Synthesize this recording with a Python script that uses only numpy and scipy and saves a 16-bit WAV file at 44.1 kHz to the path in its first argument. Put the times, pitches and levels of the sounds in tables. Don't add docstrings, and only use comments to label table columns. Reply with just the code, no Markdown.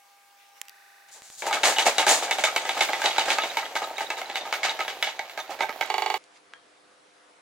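import sys
import numpy as np
from scipy import signal
from scipy.fft import rfft, irfft, next_fast_len
from scipy.io import wavfile
from scipy.ndimage import uniform_filter1d, map_coordinates

SR = 44100
rng = np.random.default_rng(int(sys.argv[2]) if len(sys.argv) > 2 else 0)


def inscribe(sig):
    pcm = np.round(np.clip(np.atleast_2d(sig).T, -1, 1) * 32767)
    wavfile.write(sys.argv[1], SR, pcm.astype(np.int16))


N = 326778
T = np.arange(N) / SR

# [pitch_hz, gain_db]
AIR_FIRST = [(25, -38), (150, -25), (500, -6.5), (900, -2), (2000, -19), (5000, -13), (16000, -15)]
# [pitch_hz, gain_db]
AIR_LAST = [(25, -36), (492, -9.5), (651, -9), (1260, -10), (11000, -27)]
AIR_DB = -63, -58
# [pitch_hz, rms_level_db]
BUZZ_FIRST = [(802.1, -62.5), (1200, -71), (1599, -73), (2202, -76)]
# [pitch_hz, rms_level_db]
BUZZ_LAST = [(301.5, -75.5), (398.4, -79), (500.6, -71.5), (699.8, -74.5), (1249, -82)]
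# [time_s, level_db]
RUSTLE = [
    [(0, -62), (.36, -61.5), (.4, -58), (.54, -61.5), (.575, -53.5), (.62, -59), (.74, -59)],
    [(6.18, -58.5), (6.3, -69), (6.37, -54.5), (6.42, -80)],
]
# [pitch_hz, gain_db]
CLOTH = [(200, -22), (800, -1.5), (2200, 2), (3500, -3), (6000, -6), (12000, -17)]
# [pitch_hz, correlation_0_to_1]
ALIKE = [(60, 0.031), (240, 0.32), (950, 0.053), (3770, 0.38), (15000, 0.48)]
# [start_s, level_db, pitch_hz, left_over_right_db]
TICKS = [(0.615, -24, 7360, -7.5), (0.654, -47, 1870, -1), (0.6834, -37, 2670, -8), (0.695, -36.5, 4740, 3),
         (5.8614, -39, 7140, -8), (6.2399, -46, 4500, -1)]
# [start_s, level_db]
LEVER = [(3.4995, -24.5), (3.8402, -26.5), (3.9686, -27), (4.0657, -28), (4.1656, -33), (4.2572, -32),
         (4.347, -28)]
# [pitch_hz, level_db, t60_s]
TAP = (6.5365, [(1640, -16.5, 0.0017), (1634, -41, 0.082), (3200, -52, 0.25), (2880, -39, 0.0056),
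       (5200, -44, 0.0024)])
# [start_s, level_db]
SEAMS = [(1.221, -27.5), (1.302, -27)]
# [time_s, level_db]
FUZZY_TONE = [(.69, -95), (.72, -74)]
# [frame_start_s, repeats_end_s]
STALLS = [(.70, 1.40), (5.899, 6.181)]
# [start_s, end_s]
ROOM_FADE = (1, 1.64)
# [start_s, rise_s, frame_db, stand_db, small_parts_db]
SLIDES = [(1.079, 0.012, -56.5, -63, -59), (1.109, 0.031, -59, -79, -49), (1.144, 0.021, -57, -54, -68),
          (1.218, 0.034, -56.5, -63.5, -50), (1.3, 0.037, -62.5, -66, -50), (1.372, 0.029, -57, -60, -42),
          (1.461, 0.011, -40, -51.5, -36), (1.542, 0.011, -38, -28, -51), (1.649, 0.025, -25, -23.5, -25.5),
          (1.853, 0.017, -22.5, -20, -27), (2.078, 0.028, -23, -23.5, -21.5), (3.25, 0.037, -37, -32, -43),
          (5.498, 0.016, -39, -36, -49.5)]
# [time_s, frame_db, stand_over_frame_db, parts_over_frame_db, left_over_right_db, swung_round_0_to_1]
RUNNING = [(1.42, -42.5, 4, -11, 1, 0.2), (1.68, -39.5, 1, -6.5, 0, 0.12), (2.3, -42, 3.5, -6, 0, 0),
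           (3.32, -36, -2.5, -11.5, -1.5, 0), (3.79, -47.5, 3.5, -9.5, -0.5, 0.05),
           (4.8, -43.5, 1.5, -14.5, -1, 0.13), (5.31, -51.5, 1.5, -12.5, -2, 0),
           (5.8, -48.5, 3, -16, -6, 0.7), (5.9, -46.5, 3, -9, -6, 1)]
# [start_s, level_db, struck_pitch_hz, relative_rattle_db, stand_share_db]
KNOCKS = [(1.4214, -19.5, 2234, -18, -7.5), (1.4541, -30.5, 2050, 3, -4), (1.4663, -19, 1970, -19.5, 0),
          (1.51, -19, 1240, -23, -2), (1.5279, -10, 2230, -8, -16), (1.633, -8.5, 2320, -3, -10),
          (1.7841, -7, 2600, -9, -11.5), (1.8645, -8, 2170, -25, -12), (1.982, -5, 2860, -12, -13.5),
          (1.995, -13, 2180, -12, -3.5), (2.0661, -9.5, 1270, -4.5, -7.5), (2.2236, -22.5, 1240, 0.5, -6),
          (2.3107, -9, 2500, -15, -14), (2.384, -19, 2090, -4, -5), (2.4384, -5.5, 2300, -12.5, -11.5),
          (2.562, -7.5, 2540, -17, -10.5), (2.652, -20.5, 1260, -11, -8), (2.6915, -11, 2340, -20, -11),
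          (2.7671, -22.5, 1210, -2, -2.5), (2.8075, -7, 2220, -9.5, -9.5), (2.892, -21.5, 1210, -12, 1.5),
          (2.9322, -13.5, 2130, -20, -6.5), (3.017, -15, 1550, -13, -11), (3.04, -15, 1250, -4, -8),
          (3.0582, -8, 3890, -12, -10), (3.1819, -7.5, 2550, -12, -10), (3.2826, -15.5, 1240, -8.5, -7.5),
          (3.3033, -8.5, 2450, -9.5, -11.5), (3.3842, -11, 1230, -25, -9), (3.4353, -16, 2180, -12, -6),
          (3.5703, -11, 2300, -13.5, -8), (3.7537, -17, 2110, -7.5, -8), (3.8183, -25, 1240, -4.5, -2.5),
          (3.871, -32, 1960, -12.5, 2), (3.9816, -16, 2200, -15, -12), (4.006, -20, 1400, -9, -4),
          (4.1027, -13.5, 2100, -15.5, -10.5), (4.1704, -28.5, 2250, 0, -7.5),
          (4.2156, -21, 2210, -34, -8.5), (4.2984, -22, 2140, -20.5, -5.5),
          (4.356, -13.5, 2190, -12.5, -12), (4.4528, -24.5, 1240, -12, -5.5), (4.5257, -10, 2220, -13, -12),
          (4.6317, -11, 2090, -4, -14.5), (4.6838, -18, 2200, -7, -10), (4.791, -19, 1200, -10, -7.5),
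          (4.805, -14, 2070, -19, -10), (4.8796, -17, 2100, -10.5, -10), (5.026, -9, 2340, -13, -15),
          (5.0714, -18, 2220, -10, -10), (5.1924, -16, 2160, -23, -9.5), (5.2963, -28.5, 2450, -12.5, -19),
          (5.3752, -21, 1600, -10.5, -6), (5.493, -34, 2100, -16, 4.5), (5.5892, -28.5, 1410, -1.5, -9),
          (5.6065, -14, 1950, -11.5, -3.5), (5.693, -19.5, 1210, -21.5, -4.5),
          (5.81, -10.5, 1930, -18, -8.5), (5.9007, -18.5, 2270, -28, -12)]
CRACK_DB = [
    [6],
    [7.5],
    [18.5],
]
# [pitch_hz, width_hz, level_db]
STAND = [(383, 11, -7), (470, 26, -11), (536, 7.6, -13), (628, 21, 4.5), (779.7, 11.6, 5), (840, 17, 3),
         (894, 13.7, 6)]
# [pitch_hz, width_hz, level_db]
FRAME = [(1253, 17.5, 2.5), (1612, 32, 4.5), (2015, 18.7, -0.5), (2232, 43.6, 11), (2616, 34, 0.5),
         (2930, 29, 4.5), (3338, 30.5, 4.5), (3645, 13, 1.5), (3890, 46, 10), (4530, 56, 3)]
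# [pitch_hz, width_hz, level_db]
PARTS = [(6130, 59, 3), (6970, 520, 4.5), (8000, 1100, -2.5), (8940, 53, 3.5)]
# [pitch_hz, relative_level_db]
BROAD = [(150, -30.5), (300, -10.5), (775, 4), (1100, -7.5), (1840, -6), (3500, -10), (5430, -14),
         (7000, -10), (10000, -23.5), (16000, -36)]
# [pitch_hz, relative_level_db, t60_s]
HEAD = [(376, -7, 0.15), (423, -9, .12), (773, 2, 0.054), (857, 0.5, 0.086), (1083, -13, 0.11),
        (1218, -13.5, 0.1), (1998, -12, .06), (2243, -11, 0.045), (2870, -6, .025), (4560, -18, 0.055)]
# [pitch_hz, gain_db]
SPREAD = [(300, -35), (1000, -30), (2500, -5), (12000, -2.5)]
# [pitch_hz, phase_rad]
LEAD = [(1000, 0), (1900, -0.15), (3450, -1.3), (7580, -1.3), (11700, 0.2)]
# [pitch_hz, gain_db]
HANDLING = [(30, 0), (80, 1), (200, 7.5), (400, -59)]
# [pitch_hz, t60_s]
SHOP = [(200, 0.15), (2000, 0.22), (10000, 0.2)]
# [pitch_hz, gain_db]
WET = [(400, -47), (1000, -8.5), (3000, -7.5), (12000, -11)]
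# [pitch_hz, gain_db]
HISS = [(6500, -21), (11000, 4.5), (16000, 3.5)]

TICK_T60_S = 0.0098
LEVER_HZ, LEVER_T60_S, LEVER_PAN_DB = 3780, 0.034, -11
FUZZY_HZ, OVERTONE_DB = 4850, 0
FRAME_S = 0.04
FAINT_DB = -66
UNLOOPED_DB = -8
FRAME_DB, PARTS_DB = -4.5, -3
BLOW_RISE_S, CONTACT_HZ = 0.0013, 5750
RATTLE_S, RATTLE_WAIT_S = 0.014, 0.00063
RATTLE_GRAIN_S, RATTLE_ROUGH_DB = 0.00301, 2
REBOUND_S, REBOUND_DB = 0.015, -4.5
LOOSE_DB, LOOSE_WAIT_S = 1, 0.022
HEAD_S, HEAD_DB = 5.9012, -18
HISS_DB, CLATTER_DB, HISS_FOLLOWS = -54, -31, 0.5
LAST_TOP_HZ, TOP_HZ = 11000, 15900


def amp(db):
    return 10 ** (np.asarray(db) / 20)


def unit(x):
    return x / np.sqrt(np.mean(x ** 2) + 1e-20)


def along(points, hz):
    f, v = np.transpose(points)
    return np.interp(np.log(hz + 1), np.log(f + 1), v)


def curves(rows):
    s, *cols = np.transpose(rows)
    return [np.interp(T, s, c) for c in cols]


def wobble(rate):
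    return map_coordinates(rng.standard_normal(int(N * rate / SR) + 4), [T * rate])


def filtered(x, response):
    m = 2 * next_fast_len(N // 2 + SR // 4)
    return irfft(rfft(x, m) * response(np.fft.rfftfreq(m, 1 / SR)), m)[..., :N]


def sides(pan_db):
    return amp(np.array([pan_db / 2, -pan_db / 2]))


def rush(spectrum, patchy_db):
    z = signal.stft(rng.standard_normal((2, N)), nperseg=512)[2]
    field = uniform_filter1d(rng.standard_normal(z.shape[1:]), 6, 0)
    field = uniform_filter1d(field, 14, 1)
    pair = signal.istft(z * amp(patchy_db * unit(field)), nperseg=512)[1][:, :N]

    def mid_side_response(hz):
        angle = np.arccos(np.clip(along(ALIKE, hz), -1, 1)) / 2
        return amp(along(spectrum, hz)) * [np.cos(angle), np.sin(angle)]

    mid, side = filtered(pair, mid_side_response)
    return unit(np.array([mid + side, mid - side]))


def mains_buzz(overtones):
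    out = np.zeros(N)
    for hz, db in overtones:
        level = np.sqrt(2) * amp(db + 1.2 * wobble(14))
        out += level * np.sin(2 * np.pi * (hz * T + rng.random()))
    return out


def room_tone(air, air_db, buzz, rustle):
    cloth = amp(curves(rustle)[0]) * rush(CLOTH, patchy_db=2.5)
    return amp(air_db) * rush(air, patchy_db=1.5) + mains_buzz(buzz) + cloth


def ticks():
    out, t = np.zeros((2, N + SR)), np.arange(SR // 5) / SR

    def place(s, sound):
        out[:, round(s * SR):][:, :len(t)] += sound

    for s, db, hz, pan_db in TICKS:
        puff = 2.1 * amp(-60 * t / 0.023) * rng.standard_normal(len(t))
        snap = (np.sin(2 * np.pi * hz * t) + puff) * (1 - np.exp(-t / 0.000091))
        place(s, amp(db - 60 * t / TICK_T60_S) * snap * sides(pan_db)[:, None])
    for s, db in LEVER:
        hz = LEVER_HZ * (1 + 0.026 * rng.standard_normal())
        clink = np.sin(2 * np.pi * hz * t) * (1 - np.exp(-t / 0.0012))
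        place(s, amp(db - 60 * t / LEVER_T60_S) * clink * sides(LEVER_PAN_DB)[:, None])
    tap_s, partials = TAP
    place(tap_s, sum(amp(db - 60 * t / t60) * np.sin(2 * np.pi * hz * t) for hz, db, t60 in partials))
    out = filtered(out[:, :N], lambda hz: (1j * hz / (900 + 1j * hz)) ** 3 / (1 + 1j * hz / 9000))
    for s, db in SEAMS:
        out[:, round(s * SR):][:, :3] -= amp(db)
    return out


def shop(x):
    hz, t, z = signal.stft(rng.standard_normal((2, SR // 2)), SR, nperseg=256)
    decay = amp(-60 * t / along(SHOP, hz)[:, None])
    tail = signal.istft(z * decay, SR, nperseg=256)[1]
    delayed = np.pad(x, ((0, 0), (200, 0)))
    return signal.fftconvolve(delayed, tail / np.linalg.norm(tail[0]), axes=1)[:, :N]


def fuzzy_tone():
    phase = 2 * np.pi * np.cumsum(FUZZY_HZ + 80 * wobble(300)) / SR
    tone = np.sin(phase) + amp(OVERTONE_DB) * np.sin(3 * phase)
    return amp(curves(FUZZY_TONE)[0] + 2 * wobble(40)) * tone


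def stalled(x, start, end):
    i, first, size = np.arange(N), round(start * SR), round(FRAME_S * SR)
    at = np.where((i >= first) & (i < end * SR), first + (i - first) % size, i)
    blend = np.clip((at - first - size) / 90 + 1, 0, 1) * (i < end * SR) * (at < first + size)
    return x[:, at] * (1 - blend) + x[:, at - size] * blend


def swell(t, rise):
    u = t / np.clip(rise, .003, .06)
    return u * np.exp(1 - u)


def slides():
    power, t = np.zeros((3, N + SR)), np.arange(SR // 4) / SR
    for s, rise, *levels_db in SLIDES:
        power[:, round(s * SR):][:, :len(t)] += (amp(levels_db)[:, None] * swell(t, rise)) ** 2
    return power[:, :N]


def running_noise(frame_db, stand_share_db, parts_share_db):
    chance = rng.random((2, 3, N))
    hits = (chance[0] < 45 / SR) * 14 * chance[1] ** 2
    chatter = signal.lfilter([1], [1, -np.exp(-1 / (0.00083 * SR))], hits)
    levels_db = frame_db + np.array([0 * T, stand_share_db, parts_share_db])
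    return amp(2 * levels_db) * (1 + chatter) * amp(0.36 * wobble(3.7)) * (T > RUNNING[0][0])


def ringing(modes, t, near_hz=None):
    hz, width, db = np.transpose(modes)[..., None]
    luck = rng.standard_normal((3, len(modes), 1))
    if near_hz:
        db = db - 13 * np.abs(np.log2(hz / near_hz))
    strength = amp(db + 4.5 * luck[0])
    decay = np.exp(-np.pi * 1.7 * width * t)
    tones = np.sin(2 * np.pi * hz * (1 + 0.013 * luck[1]) * t) * np.sign(luck[2])
    waves = strength * decay * tones
    return waves.sum(0) / np.linalg.norm(strength) * (1 - np.exp(-t / 0.00093))


def loose_parts(ring, i, hz, rattle_db, gains):
    t = np.arange(SR // 20) / SR
    waits = np.cumsum(rng.exponential(size=4)) * LOOSE_WAIT_S
    for wait, luck in zip(waits, rng.standard_normal((4, 2))):
        size = amp(rattle_db + LOOSE_DB - 53 * wait + 6.4 * luck[0])
        iron = gains[0] * ringing(FRAME + PARTS[:2], t, near_hz=hz * 2.5 ** luck[1])
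        ring[i + round((wait + .004) * SR):][:len(t)] += size * (iron + gains[1] * ringing(STAND, t))


def knocks(parts_share_db):
    t = np.arange(SR // 4) / SR
    short = t[:SR // 9]
    power, crack, ring = np.zeros((3, N + SR)), np.zeros((3, N)), np.zeros(N + SR)
    push = amp(-60 * t / np.array([[.012], [.025], [.008]]))
    blow = 1.15 * push * (1 - np.exp(-t / BLOW_RISE_S))
    for s, db, hz, rattle_db, stand_db in KNOCKS:
        i = round(s * SR)
        again = round((s + REBOUND_S * (1 + 0.147 * rng.standard_normal())) * SR)
        gains = amp(db + np.array([[FRAME_DB], [stand_db], [PARTS_DB + parts_share_db[i]]]))
        grains = np.interp(t, np.arange(64) * RATTLE_GRAIN_S, rng.standard_normal(64))
        envelope = swell(np.clip(t - RATTLE_WAIT_S, 0, 1), RATTLE_S)
        rattle = amp(rattle_db - 4.5) * amp(RATTLE_ROUGH_DB * grains) * envelope
        power[:, i:][:, :len(t)] += (gains * (blow + rattle)) ** 2
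        crack[:, [i]] = gains * amp(CRACK_DB)
        modes = [ringing(FRAME, short, near_hz=hz), 0.92 * ringing(STAND, short)]
        ring[i:][:len(short)] += amp(2.5) * (gains[:2] * modes).sum(0)
        rebound = gains[1] * ringing(STAND, short) + gains[0] * ringing(FRAME, short, near_hz=hz)
        ring[again:][:len(short)] += amp(REBOUND_DB) * rebound
        loose_parts(ring, i, hz, rattle_db, gains)
    return power[:, :N], crack, ring[:N]


def gritty(shape, rough_db):
    size = amp(rough_db * rng.standard_normal(shape[:-1] + (shape[-1] // 40 + 1,)))
    return unit(rng.standard_normal(shape) * np.repeat(size, 40, -1)[..., :shape[-1]])


def body(modes, lo_hz, hi_hz, broad_db):
    def shape(f):
        ring = sum(amp(2 * db) * (f * w) ** 2 / ((c * c - f * f) ** 2 + (f * w) ** 2)
                   for c, w, db in modes)
        band = 1 / ((1 + (lo_hz / (f + 1)) ** 12) * (1 + (f / hi_hz) ** 12))
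        ring = ring * band ** 0.29 / (1 + (330 / (f + 1)) ** 8)
        broad = amp(2 * (along(BROAD, f) + broad_db)) * band
        ceps = irfft(np.log(ring + broad + 1e-12) / 2)
        ceps[1:len(ceps) // 2] *= 2
        ceps[len(ceps) // 2 + 1:] = 0
        h = np.exp(rfft(ceps))[:len(f)]
        return h / np.sqrt(np.mean(np.abs(h) ** 2))
    return shape


def handling_rumble(mid):
    level = np.sqrt(np.abs(uniform_filter1d(mid ** 2, SR // 8))) ** 0.56
    rumble = filtered(rng.standard_normal((2, N)), lambda hz: amp(along(HANDLING, hz)))
    return amp(-54.5) * level * unit(rumble)


def sewing_head():
    out, t = np.zeros(N + SR), np.arange(SR // 4) / SR
    modes = sum(amp(db - 60 * t / t60) * np.sin(2 * np.pi * hz * t) for hz, db, t60 in HEAD)
    out[round(HEAD_S * SR):][:len(t)] += amp(HEAD_DB) * modes * (1 - np.exp(-t / 0.00044))
    return out[:N]


def machine():
    frame_db, stand_share_db, parts_share_db, pan_db, swung = curves(RUNNING)
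    knock_power, crack, ring = knocks(parts_share_db)
    power = slides() + running_noise(frame_db, stand_share_db, parts_share_db) + knock_power
    force = np.sqrt(power)[:, None] * gritty((3, 2, N), rough_db=2.5)
    force[:, 0] += filtered(crack, lambda hz: 1 / (1 + 1j * hz / CONTACT_HZ) ** 2)
    mid, side = (filtered(force[0], body(FRAME, lo_hz=1140, hi_hz=5660, broad_db=16.0))
                 + filtered(force[1], body(STAND, lo_hz=27.0, hi_hz=1260, broad_db=6.0))
                 + filtered(force[2], body(PARTS, lo_hz=3900, hi_hz=17900, broad_db=13.0)))
    mid = mid + filtered(ring + sewing_head(), lambda hz: (1j * hz / (260 + 1j * hz)) ** 8)
    side = filtered(side, lambda hz: amp(along(SPREAD, hz)))
    pair = np.array([mid + side, mid - side]) * sides(pan_db)

    def led(way):
        return filtered(pair, lambda hz: np.exp(way * .5j * along(LEAD, hz) * [[1], [-1]]))

    swung = np.clip(swung, 0, 1)
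    return led(1) * (1 - swung) + led(-1) * swung + handling_rumble(mid)


def hiss(iron):
    clatter = np.abs(uniform_filter1d(iron.mean(0) ** 2, round(.005 * SR)))
    clatter_db = 10 * np.log10(clatter + 1e-9)
    apart, alike = rush(HISS, patchy_db=2), rush(HISS, patchy_db=2)[0]
    level_db = HISS_DB + HISS_FOLLOWS * (clatter_db - CLATTER_DB) + 3 * wobble(25)
    return amp(level_db) * (0.4 * apart + alike)


def scene():
    first_stall, second_stall = STALLS
    small = ticks()
    first = room_tone(AIR_FIRST, AIR_DB[0], BUZZ_FIRST, RUSTLE[0]) + fuzzy_tone()
    faint = amp(FAINT_DB) * rush(AIR_FIRST, patchy_db=-0.5) * (T > first_stall[0] + FRAME_S)
    fade = np.clip((ROOM_FADE[1] - T) / (ROOM_FADE[1] - ROOM_FADE[0]), 0, 1)
    opening = (stalled(first, *first_stall) + faint) * fade

    iron = machine()
    second = iron + filtered(shop(iron), lambda hz: amp(along(WET, hz)))
    repeated = stalled(second, *second_stall)
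    unlooped = amp(UNLOOPED_DB) * second * (T > second_stall[0] + FRAME_S)
    joined = opening + hiss(repeated) * (1 - fade) + repeated + unlooped + small

    last = room_tone(AIR_LAST, AIR_DB[1], BUZZ_LAST, RUSTLE[1])
    last = last + (small + amp(-9.0) * shop(small)) * (T > second_stall[1])
    before = np.clip((second_stall[1] - T) / 0.002, 0, 1)
    return joined * before + filtered(last * (1 - before), lambda hz: hz < LAST_TOP_HZ)


def record(dry):
    return filtered(dry, lambda hz: hz < TOP_HZ)


dry = scene()
out = record(dry)
inscribe(out)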